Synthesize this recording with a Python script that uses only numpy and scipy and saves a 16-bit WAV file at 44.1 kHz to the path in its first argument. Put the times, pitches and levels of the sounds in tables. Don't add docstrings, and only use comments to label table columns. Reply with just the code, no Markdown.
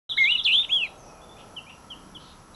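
import sys
import numpy as np
from scipy import signal
from scipy.fft import rfft, irfft
from scipy.io import wavfile
from scipy.ndimage import uniform_filter1d

SR = 44100
rng = np.random.default_rng(int(sys.argv[2]) if len(sys.argv) > 2 else 0)


def to_wav(s):
    ch = np.atleast_2d(s).T
    pcm = np.round(np.clip(ch, -1, 1) * 32767)
    wavfile.write(sys.argv[1], SR, pcm.astype(np.int16))


N = 112454
T = np.arange(N) / SR

# time in seconds, pitch in Hz, level in dB.
RISING = [(.172, 1500, -41.5), (.181, 2150, -22.5), (.19, 2185, -21.5), (.243, 2080, -16.5),
          (.262, 2170, -21), (.281, 2370, -21.5), (.292, 2740, -22.5), (.325, 2950, -20), (.345, 2970, -31),
          (.357, 2880, -16), (.367, 2520, -37.5)]
# time in seconds, centre pitch in Hz, level in dB.
WARBLED = [(.434, 4700, -65), (.441, 5770, -43.5), (.446, 4520, -38), (.45, 3853, -21.5), (.468, 3088, -19),
           (.48, 2722, -20), (.502, 2640, -22.5), (.522, 2794, -21.5), (.564, 3427, -20.5),
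           (.607, 3622, -21.5), (.623, 3675, -30), (.632, 3530, -34.5)]
# time in seconds, pitch in Hz, level in dB.
ARCHED = [(.69, 2086, -45.5), (.698, 2538, -31), (.712, 3074, -28), (.73, 3388, -19.5), (.752, 3352, -19.5),
          (.77, 3215, -22), (.795, 2960, -29), (.83, 2665, -23), (.856, 2387, -32.5), (.873, 1984, -48.5)]
# start in seconds, length in seconds, first pitch in Hz, last pitch in Hz, level in dB.
FLICKS = [(0.575, .009, 3530, 2300, -41), (0.593, 0.0086, 3700, 2110, -38),
          (0.631, 0.0101, 2400, 3700, -35.5), (0.642, 0.0088, 3600, 2690, -31)]
# multiple of the pitch, mean level in dB relative to the fundamental.
OVERTONES = [(2, -43), (3, -40)]
# start in seconds, length in seconds, starting pitch in Hz, level in dB.
QUICK = [(0.019, .043, 4000, -22), (0.091, 0.049, 4050, -28.5), (0.164, 0.036, 4117, -27.5),
         (0.23, 0.041, 4084, -28.5), (0.298, .039, 4113, -27), (0.369, 0.047, 4110, -27),
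         (0.519, 0.034, 4195, -31.5)]
# start in seconds, length in seconds, starting pitch in Hz, level in dB.
SPACED = [(1.559, 0.039, 3297, -37), (1.897, 0.046, 3414, -38.5), (2.144, .035, 3575, -40.5)]
# delay in seconds, level in dB relative to direct.
ECHOES = [(.0065, -16.5), (.0135, -21), (.034, -26.5)]
# start in seconds, length in seconds, first pitch in Hz, last pitch in Hz, level in dB.
FAR = [(0.682, 0.071, 6660, 6770, -59), (0.836, 0.047, 4340, 3750, -53.5), (.96, 0.15, 6580, 5440, -63.5),
       (1.018, .22, 2600, 2420, -67), (1.213, 0.037, 3400, 3580, -57.5), (1.287, .06, 3450, 3560, -54),
       (1.363, .055, 2316, 3170, -59), (1.662, 0.061, 2250, 3000, -50.5), (2.537, 0.042, 3930, 3950, -54)]
# start in seconds, length in seconds, centre in Hz, width in Hz, level in dB.
RASPS = [(1.002, 0.17, 5800, 900, -62.5), (1.379, 0.048, 3000, 800, -52), (1.692, 0.02, 2900, 880, -49.5),
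         (2.173, 0.19, 3720, 1370, -55.5)]
# frequency in Hz, relative density in dB per Hz.
AIR = [(15, -26), (25, -2.5), (190, -2), (429, -9.5), (945, -8.5), (1200, -13), (1330, -5), (1440, -14),
       (2080, -20.5), (3260, -23), (3820, -26), (5970, -20.5), (7180, -28.5), (7970, -22.5), (8630, -46.5),
       (9590, -28), (10900, -18.5), (12200, -43.5), (13500, -60)]
# centre in Hz, width in Hz, mean level in dB.
HISS = [(32, 4.5, -63.5), (1014, 210, -60.5), (1290, 110, -63), (5750, 200, -71), (7940, 370, -77.5),
        (10460, 700, -84)]
# peak time in seconds, Gaussian spread in seconds, centre in Hz, width in Hz, peak level in dB.
SWELLS = [(1.134, 0.4, 640, 410, -51), (2.082, 0.13, 233, 197, -51.5)]

JITTER, FLUTTER_DB = 0.004, 1.49
OVERTONE_FLICKER_DB, RISING_BRIGHT_DB = 2.5, 2.5
RUSTLE_DB = -36
WARBLE_CREST_S, WARBLE_FADE_S = 0.4735, 0.095
WARBLE_HZ, WARBLE_SLOWING_HZ_PER_S = 84.9, 110
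WARBLE_DEPTH_HZ, WARBLE_UNEVEN = 205, 0.15
QUICK_FALL, SPACED_FALL, CHIRP_BEND = 0.31, 0.21, 1.25
CHIRP_PEAK_HZ, CHIRP_PEAK_WIDTH_HZ, CHIRP_PEAK_DB = 3380, 86, 3
SCATTER_DB, SCATTER_T60_S, SCATTER_HZ, SCATTER_WIDTH_HZ = -11, 0.25, 3780, 1700
FOREST_DB, FOREST_T60_S = -30, 0.59
FAR_ROUGH, FAR_DRY_DB, FAR_WET_DB = 0.42, -0.5, -4
AIR_DB, HISS_WAVER_DB = -50.5, 1
START_S, TOP_HZ = 0.092, 13900


def song():
    rising = whistle(RISING, bright_db=RISING_BRIGHT_DB)
    warbled = whistle(WARBLED, warble())
    flicks = sum(slide(*row) for row in FLICKS)
    return rising + warbled + whistle(ARCHED) + flicks


def whistle(curve, warble_hz=0, bright_db=0, smooth_s=0.0033):
    s, hz, db = np.array(curve).T
    k = int(smooth_s * SR)
    pitch = uniform_filter1d(np.interp(T, s, hz), k)
    sounding = (T > s[0]) * (T < s[-1])
    gain = uniform_filter1d(amp(np.interp(T, s, db)) * sounding, k)
    return syrinx(pitch + warble_hz, gain, bright_db)


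def warble():
    t = T - WARBLE_CREST_S
    turns = WARBLE_HZ * t - WARBLE_SLOWING_HZ_PER_S * t * t / 2
    depth = WARBLE_DEPTH_HZ / (1 + (t / WARBLE_FADE_S) ** 2)
    return depth * (np.cos(2 * np.pi * turns) + WARBLE_UNEVEN * walk(217))


def syrinx(hz, gain, bright_db=0):
    phase = 2 * np.pi * np.cumsum(hz * (1 + JITTER * walk(470))) / SR
    tone = np.sin(phase)
    for k, db in OVERTONES:
        level = amp(db + bright_db + OVERTONE_FLICKER_DB * walk(77))
        tone = tone + level * np.sin(round(k) * phase + 0.33 * walk(300))
    return np.sqrt(2) * gain * amp(FLUTTER_DB * walk(110)) * tone


def slide(s, length, hz, end_hz, db, bend=1, attack=0.16, release=0.1):
    u = np.clip((T - s) / length, 0, 1)
    return syrinx(hz + (end_hz - hz) * u ** bend, amp(db) * envelope(u, attack, release))


def chirps():
    calls = sum(quick_chirp(*row) for row in QUICK)
    for s, length, hz, db in SPACED:
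        end_hz = hz * (1 - SPACED_FALL)
        calls = calls + slide(s, length, hz, end_hz, db, bend=1.016, attack=0.35, release=0.21)
    return calls


def quick_chirp(s, length, start_hz, db):
    u = np.clip((T - s) / length, 0, 1)
    hz = start_hz * (1 - QUICK_FALL * u ** CHIRP_BEND)
    swell_db = CHIRP_PEAK_DB * np.exp(-((hz - CHIRP_PEAK_HZ) / CHIRP_PEAK_WIDTH_HZ) ** 2)
    return syrinx(hz, amp(db + swell_db) * envelope(u, attack=0.29, release=0.37))


def thicket(x):
    early = sum(amp(db) * np.interp(T - s, T, x, left=0) for s, db in ECHOES)
    scatter = amp(SCATTER_DB) * tail(x, SCATTER_T60_S, SCATTER_HZ, SCATTER_WIDTH_HZ)
    forest = amp(FOREST_DB) * tail(x, FOREST_T60_S, hz=3200, width_hz=3900)
    return x + early + scatter + forest


def tail(x, t60, hz, width_hz, build_s=0.0079):
    decay = np.exp(-np.log(1000) * T / t60)
    h = band(hz, width_hz) * decay * (1 - np.exp(-T / build_s))
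    return signal.fftconvolve(x, h * np.sqrt(2 * width_hz / SR / np.sum(h * h)))[:N]


def far_birds():
    x = sum(slide(*row) for row in FAR) * (1 + FAR_ROUGH * walk(240))
    for s, length, hz, width_hz, db in RASPS:
        shape = envelope((T - s) / length, attack=0.25, release=0.32)
        x = x + amp(db) * band(hz, width_hz) * shape
    return amp(FAR_DRY_DB) * x + amp(FAR_WET_DB) * tail(x, t60=0.34, hz=4000, width_hz=7100)


def air():
    hz, db = np.array(AIR).T
    shaped = noise(lambda f: amp(np.interp(np.log(f), np.log(hz), db)))
    rush = amp(AIR_DB + 0.5 * walk(8)) * shaped
    hiss = sum(amp(level + HISS_WAVER_DB * walk(5)) * band(centre, w) for centre, w, level in HISS)
    swells = 0
    for s, spread_s, centre, w, level in SWELLS:
        swells = swells + amp(level) * band(centre, w) * np.exp(-((T - s) / spread_s) ** 2 / 2)
    return rush + hiss + swells


def envelope(u, attack, release):
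    ramp = np.minimum(u / attack, (1 - u) / release)
    return np.sin(np.pi / 2 * np.clip(ramp, 0, 1)) ** 2


def band(hz, width_hz):
    return noise(lambda f: 1 / np.sqrt(1 + (2 * (f - hz) / width_hz) ** 4))


def noise(gain):
    hz = np.arange(N // 2 + 1) * SR / N + 1
    y = irfft(rfft(rng.standard_normal(N)) * gain(hz), N)
    return y / y.std()


def walk(rate):
    k = max(2, int(SR / rate))
    w = uniform_filter1d(uniform_filter1d(rng.standard_normal(N), k), k)
    return w / w.std()


def amp(db):
    return 10 ** (np.asarray(db) / 20)


def scene():
    singer = song()
    airy = amp(RUSTLE_DB) * singer * band(hz=2530, width_hz=4600)
    calls = chirps()
    depth = amp(-7.5) * tail(calls, t60=0.44, hz=3650, width_hz=1200)
    near = thicket(singer + airy + calls)
    return (near + depth + far_birds() + air())[None]


def record(dry):
    opened = dry * np.clip((T - START_S) / 0.0012, 0, 1)
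    low_pass = signal.ellip(12, 0.2, 80, TOP_HZ, fs=SR, output="sos")
    return signal.sosfilt(low_pass, opened)


dry = scene()
out = record(dry)
to_wav(out)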